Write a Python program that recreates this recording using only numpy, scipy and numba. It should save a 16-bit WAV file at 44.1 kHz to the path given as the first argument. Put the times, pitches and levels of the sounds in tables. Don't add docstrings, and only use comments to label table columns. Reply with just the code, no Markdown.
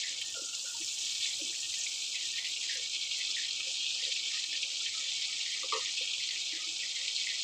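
import sys
import numpy as np
from scipy import signal
from scipy.fft import rfft, irfft, next_fast_len
from scipy.io import wavfile
from scipy.ndimage import uniform_filter1d
from numba import njit

SR = 44100
rng = np.random.default_rng(int(sys.argv[2]) if len(sys.argv) > 2 else 0)


def elevation(decibels):
    levels = np.asarray(decibels, float)
    return 10 ** (levels / 20)


def log_audio(samples):
    frames = np.atleast_2d(samples).T
    limited = np.clip(frames, -1, 1)
    pcm = np.round(limited * 32767).astype(np.int16)
    wavfile.write(sys.argv[1], SR, pcm)


N = 327663

# (frequency [Hz], density [dB per Hz])
HOOD_ROAR = [(15, -52), (25, -26), (43, -35), (108, 2), (198, -13), (306, 1.5), (371, -5), (473, -3.5),
             (525, -2), (593, -6.5), (798, -1), (917, -6.5), (1600, -7.5), (2080, -24), (3520, -120)]
# (frequency [Hz], width [Hz], gain [dB])
DUCT_MODES = [(96.5, 3.6, 9.3), (325, 9.6, 8.5), (528, 9.6, 10.5), (1263, 42, 6.5), (1400, 42, 4.8)]
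# (time [s], vigour [dB], spread thin by the spatula [0-1])
FAT_POOL = [(0.0, 2.5, 0.2), (0.05, 1, 0.1), (0.2, 0, 0.6), (0.351, 0.5, 1.22), (.65, -0.5, 1.0),
            (1.05, 1.5, 0.65), (1.3, 1.5, 0.44), (1.7, 0, 0.58), (2.2, 0.0, 0.18), (3.37, 0.0, 0),
            (3.6, 0, .25), (3.9, 0.8, .05), (4.3, 0, 0), (5.1, 0.05, 0.03), (6.1, .5, 0.12),
            (6.64, 0.2, 0.11), (7.43, 0.8, 0.14)]
# (frequency [Hz], level [dB], t60 [s])
WOK_MODES = [(1848, 3, 0.076), (2004, 1, 0.081), (2260, -1, 0.054), (2588, 0.5, 0.12), (2835, -2, 0.12),
             (3156, 3.5, 0.036), (3250, 1, 0.11), (3494, 3, 0.091), (3680, 0.5, 0.093), (3990, -2.5, 0.072),
             (4150, 2, 0.059), (4390, -1.5, 0.039), (4880, -6, 0.027)]
# (frequency [Hz], gain [dB])
BODY_COLOUR = [(900, -15), (1500, -7), (2000, -3), (2600, -6), (3200, -1), (4200, -1), (5000, -3),
               (6500, -9.5), (9000, -69.5)]
# (frequency [Hz], gain [dB])
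FIZZ_COLOUR = [(3000, -12), (4500, -6.5), (5200, -1), (7200, 1.5), (7900, -2.5), (8660, -15.5),
               (10300, -30), (12300, -53)]
# (frequency [Hz], gain [dB])
SPRAY_COLOUR = [(5500, -6), (7300, 21), (8200, 16.5), (9000, 8.5), (10300, 3.5), (12300, -4.5), (15000, 3),
                (17000, -30)]
# (time [s], peak [dB], pitch [Hz], suppressor open [s])
LOW_BUBBLES = [(0.003, -35, 2040, 0.03), (0.0348, -32, 1947, .12), (.823, -40, 2040, .025),
               (1.257, -23.5, 2275, 0.11), (1.5304, -40, 1900, .03), (1.7305, -37, 2170, 0.048),
               (1.8632, -25, 2330, .06), (2.145, -27.5, 2167, 0.091), (2.3825, -27.5, 2160, 0.13),
               (2.626, -46, 2100, 0.099), (2.695, -30, 1877, 0.11), (3.163, -37, 2140, 0.12),
               (3.3677, -27, 1993, 0.12), (3.9903, -39, 2030, .16), (4.19, -45, 2200, 0.04),
               (4.31, -41, 1970, .17), (4.5301, -32, 2040, 0.062), (4.69, -46, 2130, 0.06),
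               (4.838, -46, 2000, 0.4), (5.23, -42, 2280, .054), (5.306, -44, 2080, 0.18),
               (5.4615, -33, 2060, 0.22), (5.7234, -28.5, 2074, 0.19), (6.203, -36, 2150, .07),
               (6.2936, -38, 2040, 0.11), (6.5256, -30, 1970, 0.12), (6.8299, -31.5, 2135, 0.15),
               (6.9638, -29, 2120, 0.16), (7.183, -30, 2260, 0.098), (7.2709, -25, 2100, 0.12)]
# (time [s], peak [dB], pitch [Hz])
BIG_BUBBLES = [(0.2155, -17.5, 3110), (0.5487, -21, 4430), (0.5935, -16, 4540), (0.878, -18.5, 4230),
               (1.2057, -21, 3160), (1.2438, -15, 3990), (1.696, -16, 7340), (1.7908, -16, 6850),
               (2.0228, -20, 4120), (2.7716, -15, 6020), (3.5084, -17.5, 4150), (3.8656, -19, 3680),
               (3.9055, -19, 3600), (4.1225, -14.5, 4510), (4.162, -19.5, 2700), (4.1939, -15, 4030),
               (4.5521, -19.5, 3450), (4.6284, -16.5, 3205), (4.9806, -20, 4580), (5.214, -17, 4380),
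               (5.3657, -21, 3580), (5.8591, -17, 3680), (5.9788, -18, 3370), (6.0756, -19, 3330),
               (6.0995, -20, 3170), (6.135, -18.5, 3280), (6.29, -16, 4550), (6.15, -19, 3420),
               (7.0803, -16, 3860), (7.1642, -14.5, 4160)]
# (time [s], peak [dB])
FAT_SPITS = [(0.0618, -47), (0.2144, -41), (0.2518, -44), (0.3027, -44), (0.5397, -50), (0.7193, -42),
             (0.7377, -52), (0.9497, -46), (1.1388, -41), (1.3423, -48), (1.4077, -43), (1.7355, -48),
             (1.7908, -41), (1.8881, -47), (2.0243, -46), (2.2603, -45), (2.4603, -52), (2.5032, -44),
             (3.1857, -41), (3.3857, -48), (3.691, -54), (4.0432, -53), (4.1205, -56), (4.288, -52),
             (4.7296, -49.5), (4.815, -58), (6.022, -48), (6.4712, -52)]
# (time [s], length [s], lift above shut [dB])
WOK_HUMS = [(.201, 0.14, 27), (0.636, .1, 15), (.93, 0.26, 13), (1.212, 0.13, 18), (1.587, .083, 26),
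            (1.76, 0.081, 23), (2.225, 0.045, 26), (2.326, 0.059, 33), (2.776, 0.099, 11),
            (3.603, .096, 18), (5.95, .15, 12)]
# (time [s], length [s], frequency [Hz], lift above shut [dB])
PAN_TAPS = [(0.343, 0.19, 1400, 21.5), (0.348, 0.028, 661, 20), (0.369, 0.032, 528, 38),
            (0.415, 0.041, 325, 23.5), (0.423, 0.027, 528, 19), (0.53, 0.048, 1347, 16),
            (0.642, 0.031, 546, 23.5), (0.647, 0.13, 1430, 24), (0.744, 0.042, 927, 17),
            (0.797, 0.062, 330, 16.5), (1.396, 0.049, 554, 24), (1.412, 0.1, 314.6, 20),
            (2.755, 0.07, 528, 19), (3.287, 0.04, 1267, 14), (3.597, 0.025, 1285, 18),
            (3.669, 0.05, 532, 23), (3.95, 0.014, 1265, 31), (4.028, 0.016, 522, 28),
            (4.062, 0.043, 520, 19), (4.33, 0.048, 1280, 15), (4.8, .04, 1350, 14),
            (4.942, 0.1, 1290, 18.5), (5.283, 0.053, 1270, 12), (5.561, 0.023, 1270, 17.5),
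            (5.81, .045, 1236, 11.5), (6.008, 0.032, 531, 26), (6.528, 0.056, 318, 15),
            (6.588, 0.08, 1260, 19.5), (6.664, 0.069, 325, 8), (1.49, 0.057, 454, 11)]
# (time [s], level [dB], delay of the low modes [s], suppressor open [s])
COUNTER_KNOCKS = [
    (5.629, -43, .008, .03),
    (5.723, -31, .008, 0.084),
    (5.738, -34, .004, 0.00075),
]
# (frequency [Hz], level [dB], t60 [s])
COUNTER_MODES = [(444, -10, 0.3), (528, -10.5, 0.13), (950, -10, 0.24), (1085, -1.5, 0.089),
                 (1172, 4.5, 0.22), (1360, -30, 0.24)]
# (low limit [Hz], high limit [Hz], delay [s])
KNOCK_OPENINGS = [
    (910, 1355, 0.00094),
    (405, 570, 0.0043),
]

HOOD_DB = -68
RING_DB, RING_SPREAD_DB = -37, -5.5
FIZZ_DB, FIZZ_SPREAD_DB = -43.5, 3
SPRAY_DB, SPRAY_SPREAD_DB = -77, 17
FILM_LAG_S = 0.54
SMALL_POP_GAP_S, SMALL_POP_DB, SMALL_POP_SPREAD_DB = 0.13, -22.5, 1
CUT_DB = 27.5
EDGE_HZ, TOP_HZ = 2208, 15450
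SAG_DB, SAG_TOP_HZ = -9.5, 2540
HUM_HZ = 1851
GLUG_REACH_HZ, GLUG_LIFT_DB, LIFT_PER_DB = 286, 22, 0.6
KNOCK_LIFT_DB = 28.5


def colour(x, table):
    hz, db = np.transpose(table)
    grid = np.maximum(np.arange(2049) * SR / 4096, 1)
    log_gain = np.interp(np.log(grid), np.log(hz), db) * np.log(10) / 20
    cepstrum = irfft(log_gain)
    cepstrum[1:2048] *= 2
    cepstrum[2049:] = 0
    response = irfft(np.exp(rfft(cepstrum)))
    return signal.fftconvolve(x, response)[:N]


def set_rms(x, db):
    return x * elevation(db) / np.sqrt(np.mean(x ** 2))


def ring(x, hz, t60):
    radius = np.exp(-np.log(1000) / (t60 * SR))
    w = 2 * np.pi * hz / SR
    return signal.lfilter([0, np.sin(w)], [1, -2 * radius * np.cos(w), radius ** 2], x + 1e-18)


def walk(rate):
    levels = np.repeat(rng.standard_normal(8 * rate + 2), 4)
    knots = uniform_filter1d(levels, size=4)
    return 1.58 * np.interp(np.arange(N) * 4 * rate / SR, np.arange(len(knots)), knots)


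def clicks(per_s, spread_db, bunch_db):
    where = rng.integers(0, N, size=int(per_s * 8))
    size = elevation(spread_db * np.minimum(rng.exponential(size=len(where)), 4.5))
    bunching = walk(10) + walk(40) + walk(120)
    return where, size * elevation(bunch_db * bunching)[where]


def crackle(where, size):
    strength = size * rng.standard_normal(len(where))
    return set_rms(np.bincount(where, strength, minlength=N), 0)


def clicks_at(times, peaks):
    x = np.zeros(N)
    np.add.at(x, (times * SR).astype(int), peaks)
    return x


def smear(x, t60, wet_db):
    keep = elevation(-120 / (t60 * SR))
    energy = signal.lfilter([1 - keep], [1, -keep], x ** 2 + 1e-18)
    return x + elevation(wet_db) * np.sqrt(energy) * rng.standard_normal(N)


def hood():
    size = next_fast_len(N, real=True)
    hz = np.arange(size // 2 + 1) * SR / size
    last_db = HOOD_ROAR[-2][1]
    table = np.array(HOOD_ROAR[:-1] + [(2400, last_db - 6), (5000, last_db - 30)])
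    db = np.interp(np.log(hz + 1), np.log(table[:, 0]), table[:, 1])
    for mode_hz, width_hz, gain_db in DUCT_MODES:
        db = db + gain_db / (1 + (2 * (hz - mode_hz) / width_hz) ** 2)
    roar = irfft(rfft(rng.standard_normal(size)) * elevation(db), size)[:N]
    return set_rms(roar, HOOD_DB + 2 + CUT_DB)


@njit
def grains(where, stop, size, step, turn):
    y = np.zeros(stop.max())
    for k in range(len(where)):
        z, p = size[k], step[k]
        for i in range(where[k], stop[k]):
            y[i] += z.imag
            z *= p
            p *= turn[k]
    return y


def bubbles(per_s, low_hz, high_hz, cycles, glide, spread_db, bunch_db):
    where, size = clicks(per_s, spread_db, bunch_db)
    chance = rng.random((2, len(where)))
    hz = low_hz * (high_hz / low_hz) ** chance[0]
    fade = cycles * (0.44 + 1.61 * chance[1]) * SR / hz
    w = 2 * np.pi * hz / SR
    stop = where + (4 * fade).astype(int)
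    start = size * np.sqrt(hz / fade) + 0j
    y = grains(where, stop, start, np.exp(1j * w - 1 / fade), np.exp(1j * w * glide / fade))
    return set_rms(np.pad(y, (0, N))[:N], 0)


def ringing_pan(bursts):
    thumps = clicks(600, 3.25, 1.0)
    wall = 0
    for hz, db, t60 in WOK_MODES:
        wall = wall + elevation(db) * set_rms(ring(crackle(*thumps), hz, t60), 0)
    pings = bubbles(1000, 1504, 5524, 8.7, 0.0406, 2.96, 1.0)
    cracks = smear(crackle(*bursts) + 0.5 * crackle(*thumps), 0.057, 4.7)
    body = colour(cracks + elevation(-3.0) * pings, BODY_COLOUR)
    return set_rms(body, -0.57) + set_rms(wall, -3)


def fizz(bursts):
    fine = set_rms(0.69 * crackle(*bursts) + crackle(*clicks(5000, 3.7, 0.42)), 0)
    pings = bubbles(1500, 4195, 9586, 15.6, 0.0434, 2.23, 1.1)
    return set_rms(colour(smear(fine, 0.031, 3.6) + elevation(-1.0) * pings, FIZZ_COLOUR), 0.22)


def spray():
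    ticks = 0.8 * crackle(*clicks(200, 3.2, 1.6))
    hiss = 2.3 * rng.standard_normal(N) * elevation(0.86 * walk(9))
    return set_rms(colour(smear(ticks + hiss, 0.031, 0), SPRAY_COLOUR), 10.0)


def frying():
    s, *columns = np.transpose(FAT_POOL)
    vigour_db, spread = (np.interp(np.arange(N) / SR, s, column) for column in columns)
    keep = np.exp(-1 / (FILM_LAG_S * SR))
    film = signal.lfilter([1 - keep], [1, -keep], spread, zi=[keep * spread[0]])[0]
    ring_db = vigour_db + RING_DB + RING_SPREAD_DB * spread
    fizz_db = vigour_db + FIZZ_DB + FIZZ_SPREAD_DB * film
    spray_db = vigour_db + SPRAY_DB + SPRAY_SPREAD_DB * film
    bursts = clicks(3000, 2.6, 0.57)
    out = elevation(ring_db - 0.35) * ringing_pan(bursts)
    out = out + elevation(fizz_db + 0.17) * fizz(bursts)
    return out + elevation(spray_db + 2.8) * spray()


def small_pops():
    slots = np.arange(0, N / SR - SMALL_POP_GAP_S, SMALL_POP_GAP_S)
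    when, mode, size = rng.random((len(slots), 3)).T
    hz = np.array(WOK_MODES)[3:12, 0][(9 * mode).astype(int)]
    peak_db = SMALL_POP_DB + SMALL_POP_SPREAD_DB * (2 * size - 1)
    return list(zip(slots + when * SMALL_POP_GAP_S, peak_db, hz))


def pops():
    out, t = np.zeros(N + 2048), np.arange(2048) / SR
    rows = BIG_BUBBLES + [row[:3] for row in LOW_BUBBLES] + small_pops()
    for (s, db, hz), rag in zip(rows, rng.standard_normal((len(rows), 2048))):
        snap = 0.55 * np.sin(2 * np.pi * 1.08 * hz * t) * elevation(-60 * t / 0.012)
        wobble = 0.5 + 0.68 * uniform_filter1d(rag, size=24) * np.sqrt(24)
        tone = 0.75 * wobble * np.sin(2 * np.pi * hz * t) * elevation(-60 * t / 0.081)
        crack = 0.28 * rag * elevation(-60 * t / 0.034)
        i = int((s - 0.0004) * SR)
        out[i:i + 2048] += elevation(db - 5.5) * (snap + tone + crack)
    return colour(out, [(1000, -42), (1800, 5.5), (7500, -11.5), (8700, -13), (12000, -60)])


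def spits():
    s, db = np.transpose(FAT_SPITS)
    ticks = clicks_at(s, elevation(db + 12.5))
    return colour(smear(ticks, 0.037, -2.5), [(3000, -12), (7000, 2), (9500, 5.5), (12000, -7), (15000, -3)])


def taps():
    out, t = np.zeros(N + 12000), np.arange(12000) / SR
    for (s, length, hz, lift_db), rag in zip(PAN_TAPS, rng.standard_normal((len(PAN_TAPS), 12000))):
        roughness = 0.79 + 0.67 * uniform_filter1d(rag, size=500) * np.sqrt(500)
        shape = np.minimum(t / 0.0053, 1) * elevation(-14 * (t / length) ** 2)
        db = -42.5 + 3.7 * (hz < 400) + 0.24 * (lift_db - CUT_DB)
        i = int(s * SR)
        out[i:i + len(t)] += elevation(db) * roughness * shape * np.sin(2 * np.pi * hz * t)
    return out[:N]


def knocks():
    s, db, late, _ = np.transpose(COUNTER_KNOCKS)
    out = 0
    for hz, mode_db, t60 in COUNTER_MODES:
        out = out + ring(clicks_at(s + late * (hz < 800), elevation(db + mode_db)), hz, t60)
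    return out * (1 + 0.3 * walk(90))


def scene():
    return np.tile(hood() + frying() + pops() + spits() + taps() + knocks(), (2, 1))


def wide_openings():
    rows = []
    for s, db, hz, hold in LOW_BUBBLES:
        lift_db = GLUG_LIFT_DB + LIFT_PER_DB * (db + 30.5)
        rows.append((s - 0.004, hold, hz - GLUG_REACH_HZ, SAG_TOP_HZ, lift_db))
    for s, _, _, hold in COUNTER_KNOCKS:
        if hold > 0:
            for low_hz, high_hz, late in KNOCK_OPENINGS:
                rows.append((s + late, hold, low_hz, high_hz, KNOCK_LIFT_DB))
    return rows


def suppress(x):
    edge_width_hz, flutter, shut_flutter_db, wander_hz = 45, 0.62, 3.0, 40
    opening_hz, open_s, close_s, creep_hz_per_s = 45, 0.0012, 0.037, 900
    hz, s, z = signal.stft(x, SR, nperseg=512, noverlap=384)
    hz = hz[:40, None]
    chance = rng.standard_normal((2, len(hz), len(s)))
    chance = uniform_filter1d(chance, size=10, axis=2) * np.sqrt(10)

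    def above(limit_hz):
        return 0.5 + 0.5 * np.tanh((hz - limit_hz) / edge_width_hz + flutter * chance[0])

    def window(start, length, fall):
        return 0.27 * (1 + np.tanh((s - start) / open_s)) * (1 + np.tanh((start + length - s) / fall))

    when, _, spread = np.transpose(FAT_POOL)
    edge = EDGE_HZ + wander_hz * np.interp(s, np.arange(N) / SR, walk(6))
    over_edge = above(edge)
    db = (shut_flutter_db * chance[1] - CUT_DB) * (1 - over_edge)
    sag_db = SAG_DB * np.interp(s, when, spread) ** 2 * (1 + 0.47 * chance[1])
    db = db + sag_db * over_edge * (1 - above(SAG_TOP_HZ))
    hums = [(start, length, HUM_HZ, lift_db) for start, length, lift_db in WOK_HUMS]
    for start, length, centre_hz, lift_db in PAN_TAPS + hums:
        centre = int(centre_hz / hz[1, 0])
        near = slice(max(centre - 3, 0), centre + 5)
        shape = np.exp(-((hz[near] - centre_hz) / opening_hz) ** 2 / 2)
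        ragged_db = lift_db * (1 + 0.098 * chance[0, near])
        db[near] += ragged_db * window(start, length, 0.5 * close_s) * shape
    for start, length, low_hz, high_hz, lift_db in wide_openings():
        creep = creep_hz_per_s * np.clip(s - start - length / 2, 0, 1)
        ragged_db = lift_db * window(start, length, close_s) * (1 + 0.14 * chance[1])
        db = db + ragged_db * above(low_hz + creep) * (hz < high_hz)
    z[:len(hz)] *= elevation(np.minimum(db, 0))
    return signal.istft(z, SR, nperseg=512, noverlap=384)[1][:N]


def low_pass(x):
    return signal.sosfilt(signal.butter(12, 16460, fs=SR, output="sos"), x)


def record(dry):
    top_cut = signal.ellip(10, 0.2, 60, TOP_HZ, fs=SR, output="sos")
    heard = signal.sosfilt(top_cut, suppress(dry[0]))
    return low_pass(np.tile(heard, (2, 1)))


dry = scene()
out = record(dry)
log_audio(out)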